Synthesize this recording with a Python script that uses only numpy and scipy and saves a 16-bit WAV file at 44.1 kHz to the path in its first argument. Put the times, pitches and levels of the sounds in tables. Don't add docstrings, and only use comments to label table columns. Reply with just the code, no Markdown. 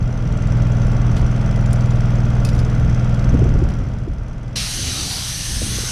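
import sys
import numpy as np
from scipy import signal
from scipy.fft import rfft, irfft, next_fast_len
from scipy.io import wavfile
from scipy.ndimage import uniform_filter1d, map_coordinates

SR = 44100
rng = np.random.default_rng(int(sys.argv[2]) if len(sys.argv) > 2 else 0)


def transcribe(u):
    v = np.clip(np.atleast_2d(u).T, -1, 1)
    q = np.round(v * 32767).astype(np.int16)
    wavfile.write(sys.argv[1], SR, q)


N = 260631
TIME = np.arange(N) / SR
CYCLE_HZ = 20.21

# (place in the cycle [0-1], level [dB], brightness [dB per octave])
VALVE_TAPS = [(.52, 1, 2.5), (.12, 0, -19), (.82, -3.5, -7)]


def engine():
    # (time [s], level [dB])
    loudness = [(0, -4.5), (.5, -0.5), (1.2, .5), (3.33, 0), (3.75, -3.3), (4.09, -9.5), (4.55, -9),
                (4.72, -14.5), (5.91, -13.3)]
    # (multiple of the cycle, level [dB])
    exhaust_orders = [(1, -8.5), (2, -5), (3, -10), (4, -21), (5, -9.5), (6, -0.5), (7, -16.5), (8, -11),
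                      (9, -16), (10, -13.5), (11, -15.5), (12, -23), (13, -24), (14, -26), (15, -27)]
    # (multiple of the cycle, level [dB])
    gear_orders = [(22, -6), (24, -3.5), (27, -6), (30, -7), (33, -1.5), (45, -10), (56, -7.5), (62, -8.5),
                   (68, -4), (76, -7.5)]
    # (frequency [Hz], level [dB])
    sizzle_colour = [(3500, -10), (4900, 0.5), (5500, 0.5), (5850, -2), (6200, -7.5), (6600, -10),
                     (7200, -15.5), (8200, -9.5), (10000, -11.5), (11700, -20), (13300, -17.5),
                     (15000, -35.5)]
    fader_db, = curves(loudness)
    turns = CYCLE_HZ * TIME + 0.00417 * wobble(3)
    hum = amp(-18 + 1.27 * fader_db) * orders(turns, exhaust_orders, waver_db=1.0)
    clatter = amp(-32) * casing(turns, repeat_share=0.25, throb=0.17)
    whine = amp(-46) * orders(turns, gear_orders, waver_db=2.5)
    ticks = amp(-53) * valve_ticks(turns, scatter_db=1.2, mode_scatter_db=4.5, crack_t60=0.028)
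    sizzle = amp(-56) * turbulence(sizzle_colour, patchy_db=2.0)
    return hum + amp(fader_db) * (clatter + whine + ticks + sizzle)


def orders(turns, table, waver_db):
    total = np.zeros(N)
    for multiple, db in table:
        gain = amp(db + waver_db * wobble(4.056))
        total += gain * np.sin(2 * np.pi * (multiple * turns + rng.random()))
    return np.sqrt(2) * total


def casing(turns, repeat_share, throb):
    # (frequency [Hz], width [Hz], boost [dB])
    panels = [(558, 24, 3.5), (897, 35, 2.5), (2023, 32, 7), (3220, 89, 4.5), (3310, 50, 5.5)]
    # (frequency [Hz], level [dB])
    casing_colour = [(100, -8), (250, 0.5), (380, 0), (600, 0.5), (800, -4), (1020, -9.5), (1400, -6.5),
                     (1800, -13), (2600, -16.5), (3300, -21), (4100, -27.5), (6200, -30), (8500, -41.5),
                     (15000, -55)]
    size = int(SR / CYCLE_HZ)
    loop = map_coordinates(rng.standard_normal(size), [turns % 1 * size], mode="grid-wrap")
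    clatter = np.sqrt(repeat_share) * loop + np.sqrt(1 - repeat_share) * rng.standard_normal(N)
    firing = 1 + throb * np.cos(2 * np.pi * (turns - VALVE_TAPS[0][0]) * 3)
    resonance = lambda f: amp(sum(db / (1 + (2 * (f - hz) / width) ** 2) for hz, width, db in panels))
    return coloured(filtered(clatter * firing, resonance), casing_colour)


def valve_ticks(turns, scatter_db, mode_scatter_db, crack_t60):
    # (frequency [Hz], level [dB], t60 [s])
    cover_modes = [(4950, -13, .03), (5400, -7, .035), (5720, -2, .04), (6170, 0, .045), (7170, -4, .035),
                   (7550, -9, .03), (8790, -15, .025), (9500, -16, .025), (10050, -14, .03)]
    # (frequency [Hz], level [dB])
    crack_colour = [(1500, -27), (3300, 0), (4300, -2.5), (5400, 2.5), (6200, 4), (6700, -13), (7300, -5.5),
                    (8200, -9.5), (10000, -11), (11700, -30), (13300, -25), (15000, -25)]
    ring, crack = np.zeros(N), np.zeros(N)
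    for place, db, bright_db in VALVE_TAPS:
        cycle, part = np.divmod(turns - place + 1, 1)
        cycle, age = cycle.astype(int), part / CYCLE_HZ
        per_tap = lambda: rng.standard_normal(cycle.max() + 1)[cycle]
        blow = amp(db + scatter_db * per_tap()) * (1 - np.exp(-age / 0.0014))
        crack += blow * amp(bright_db - 60 * age / crack_t60)
        for hz, level, t60 in cover_modes:
            strength = amp(level + bright_db * np.log2(hz / 6000) + mode_scatter_db * per_tap())
            pitch = hz * (1 + 0.013 * per_tap())
            ring += blow * strength * amp(-60 * age / t60) * np.sin(2 * np.pi * pitch * age)
    return unit(ring) + unit(crack * noise(crack_colour))


def air_jet(opens_s):
    # (frequency [Hz], level [dB])
    roar_colour = [(300, -29), (1100, -23), (1700, -7), (2100, -9), (2900, -1), (3300, -1.5), (4000, 0),
                   (4550, 0.5), (5000, -1), (5600, 0), (6100, 0), (6800, -7.5), (9000, -30), (14000, -47)]
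    # (frequency [Hz], level [dB])
    fizz_colour = [(400, -21.5), (1100, -4), (2500, -4), (5000, -1), (6050, 6.5), (6400, 3.5), (6750, -4.5),
                   (7500, -4.5), (8100, -1.5), (9200, 0.5), (9700, -2.5), (10700, -2), (12000, -11.5),
                   (13300, -14), (15000, -26.5)]
    # (frequency [Hz], level [dB])
    hollow_colour = [(550, -19), (780, -6), (950, -20), (1400, -25), (3000, -22), (3700, -5), (4050, 1.5),
                     (4280, -6), (4550, 1), (4900, -3.5), (5600, -31)]
    # (time [s], level [dB], half length [s])
    sweeps = [(4.6, -35, 0.11), (4.992, -31.5, .15), (5.117, -30.5, .06), (5.79, -40, .09)]
    age = np.maximum(TIME - opens_s, 0)
    opening = np.minimum(age / 0.006, 1) ** 2
    spit = 1 + swell(opens_s + 0.017, db=-8.5, half_s=0.002)
    surge_db = 4.5 * np.exp(-(age / 0.082) ** 4)
    sag_db = 3.5 * age
    roar = amp(-29 + surge_db - sag_db + 0.5 * wobble(45)) * turbulence(roar_colour, patchy_db=1.5)
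    fizz = amp(-28 + 0.35 * wobble(33)) * turbulence(fizz_colour, patchy_db=2.5)
    ringing = np.sqrt(amp(-40) ** 2 + sum(swell(s, db, half_s) ** 2 for s, db, half_s in sweeps))
    hollow = ringing * turbulence(hollow_colour, patchy_db=2.0)
    return opening * spit * (roar + fizz + hollow)


def torch_clicks():
    # (time [s], relative level [dB], crack centre [Hz], crack t60 [s], relative ring [dB])
    clicks = [(1.166, -22.5, 2500, 0.078, -17), (1.7302, -14.5, 8200, 0.022, -14),
              (2.449, -15.5, 6800, 0.03, -1), (2.4886, -19, 5000, 0.03, -5),
              (2.5897, -23.5, 4930, 0.032, 1), (3.6991, -30, 1800, 0.11, -22)]
    # (frequency [Hz], level [dB], t60 [s])
    head_modes = [(2570, -5, 0.1), (3100, -17, 0.13), (3620, -5.5, 0.064), (4350, -4, 0.052),
                  (4850, -3.5, 0.085), (5200, -2, 0.08), (6540, -13, .07), (9442, -11, .07),
                  (10400, -9, 0.083), (13210, -12, .035)]
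    total, age = np.zeros(N + SR), np.arange(SR // 4) / SR
    freqs = np.fft.rfftfreq(len(age), 1 / SR) + 1
    contact = 1 / (1 + (freqs / 12500) ** 8)
    attack = 1 - np.exp(-age / 0.00035)
    for s, db, centre_hz, t60, ring_db in clicks:
        colour = contact / (1 + ((freqs - centre_hz) / 3000) ** 2)
        burst = irfft(rfft(rng.standard_normal(len(age))) * colour, len(age))
        crack = unit(burst) * amp(-60 * age / t60)
        ring = sum(amp(level + rng.normal(0, 1.5) - 60 * age / mode_t60) * np.sin(2 * np.pi * hz * age)
                   for hz, level, mode_t60 in head_modes)
        total[round(s * SR):][:len(age)] += amp(db - 9.5) * attack * (crack + amp(ring_db - 5) * ring)
    return total[:N]


def glove():
    # (time [s], level [dB], half length [s])
    scuffs = [(1.187, -47, 0.02), (1.808, -51.5, 0.022), (1.92, -56.5, 0.036), (2.472, -42.5, .02),
              (2.552, -48, .03), (2.598, -52.5, 0.01)]
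    # (frequency [Hz], level [dB])
    leather_colour = [(1200, -7), (3300, -3), (4700, 5.5), (6500, -9), (9500, -6), (11500, -14),
                      (13300, -18), (15000, -24)]
    strokes = sum(amp(db - 7.3 * ((TIME - s) / half_s) ** 2) for s, db, half_s in scuffs)
    grain = amp(2.7 * wobble(250))
    return strokes * unit(grain * turbulence(leather_colour, patchy_db=-2))


def wind():
    # (time [s], rumble [dB], eddies [dB], half length [s])
    gusts = [(0.036, -19, -60, .06), (.26, -20, -59, 0.065), (.55, -19.5, -58, 0.11),
             (0.957, -19.5, -58, .1), (1.17, -20.5, -48, .11), (2.557, -20.5, -57, 0.16),
             (2.89, -17, -57, .09), (3.476, -13, -34.5, 0.22), (3.88, -22.5, -47.5, 0.28),
             (4.825, -27.5, -39, 0.093), (5.048, -33.5, -35, 0.098), (5.323, -29.5, -49, 0.04),
             (5.704, -22.5, -38.5, 0.18)]
    # (time [s], level [dB], frequency [Hz], half length [s])
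    buffets = [(3.348, -9, 266, 0.0058), (3.392, -12.5, 109, .006), (3.422, -14.5, 388, 0.0036),
               (3.459, -14, 91, 0.012), (3.561, -15, 229, 0.0058), (3.625, -15, 330, 0.0048),
               (4.08, -22.5, 326, 0.0041), (5.62, -21, 510, 0.0021), (5.630, -20.5, 278, 0.0042),
               (5.667, -25.5, 328, 0.0035), (5.787, -24.5, 450, 0.0019), (5.837, -27, 410, 0.0029)]
    # (frequency [Hz], level [dB])
    rumble_colour = [(12, -16), (25, 5), (40, 3.5), (70, 5), (120, 0), (200, -8.5), (300, -19), (500, -39),
                     (1000, -42), (2500, -84)]
    # (frequency [Hz], level [dB])
    eddy_colour = [(50, -2.5), (150, -2), (260, 3.5), (380, -3), (550, -8.5), (900, -24.5), (2500, -60)]
    breeze = amp(-25.5 - 0.88 * TIME)
    flow = np.sqrt(breeze ** 2 + sum(swell(s, db, half_s) ** 2 for s, db, _, half_s in gusts))
    rumble = flow * amp(1.2 * wobble(22)) * noise(rumble_colour)
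    eddy_gain = sum(swell(s, db, half_s) for s, _, db, half_s in gusts) * amp(2.3 * wobble(30))
    thumps = np.zeros(N)
    for s, db, hz, half_s in buffets:
        push = amp(db - 7.4 * ((TIME - s) / half_s) ** 2)
        thumps += push * np.sin(2 * np.pi * (hz * (TIME - s) + rng.random()))
        eddy_gain += amp(-10) * push
    return rumble + thumps + eddy_gain * noise(eddy_colour)


def turbulence(spectrum, patchy_db):
    bands = signal.stft(rng.standard_normal(N), nperseg=512)[2]
    patches = uniform_filter1d(rng.standard_normal(bands.shape), size=3, axis=0)
    patches = uniform_filter1d(patches, size=24, axis=1)
    churn = signal.istft(bands * amp(patchy_db * unit(patches)), nperseg=512)[1][:N]
    return coloured(churn, spectrum)


def noise(spectrum):
    return coloured(rng.standard_normal(N), spectrum)


def coloured(x, spectrum):
    freqs, db = np.transpose(spectrum)
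    return unit(filtered(x, lambda hz: amp(np.interp(np.log(hz + 1), np.log(freqs), db))))


def filtered(x, response):
    size = next_fast_len(N + 8192)
    return irfft(rfft(x, size) * response(np.fft.rfftfreq(size, 1 / SR)), size)[:N]


def swell(s, db, half_s):
    return amp(db) * np.exp(-0.5 * ((TIME - s) / half_s) ** 2 * np.log(4))


def wobble(rate):
    return map_coordinates(rng.standard_normal(int(N * rate / SR) + 4), [TIME * rate])


def curves(rows):
    times, *columns = np.transpose(rows)
    return [np.interp(TIME, times, column) for column in columns]


def amp(db):
    return 10 ** (np.asarray(db) / 20)


def unit(x):
    return x / np.sqrt(np.mean(x ** 2) + 1e-20)


def scene():
    return (engine() + wind() + torch_clicks() + glove() + air_jet(opens_s=4.554))[None]


def record(dry):
    return filtered(dry[0], lambda hz: hz < 15250)[None]


dry = scene()
out = record(dry)
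transcribe(out)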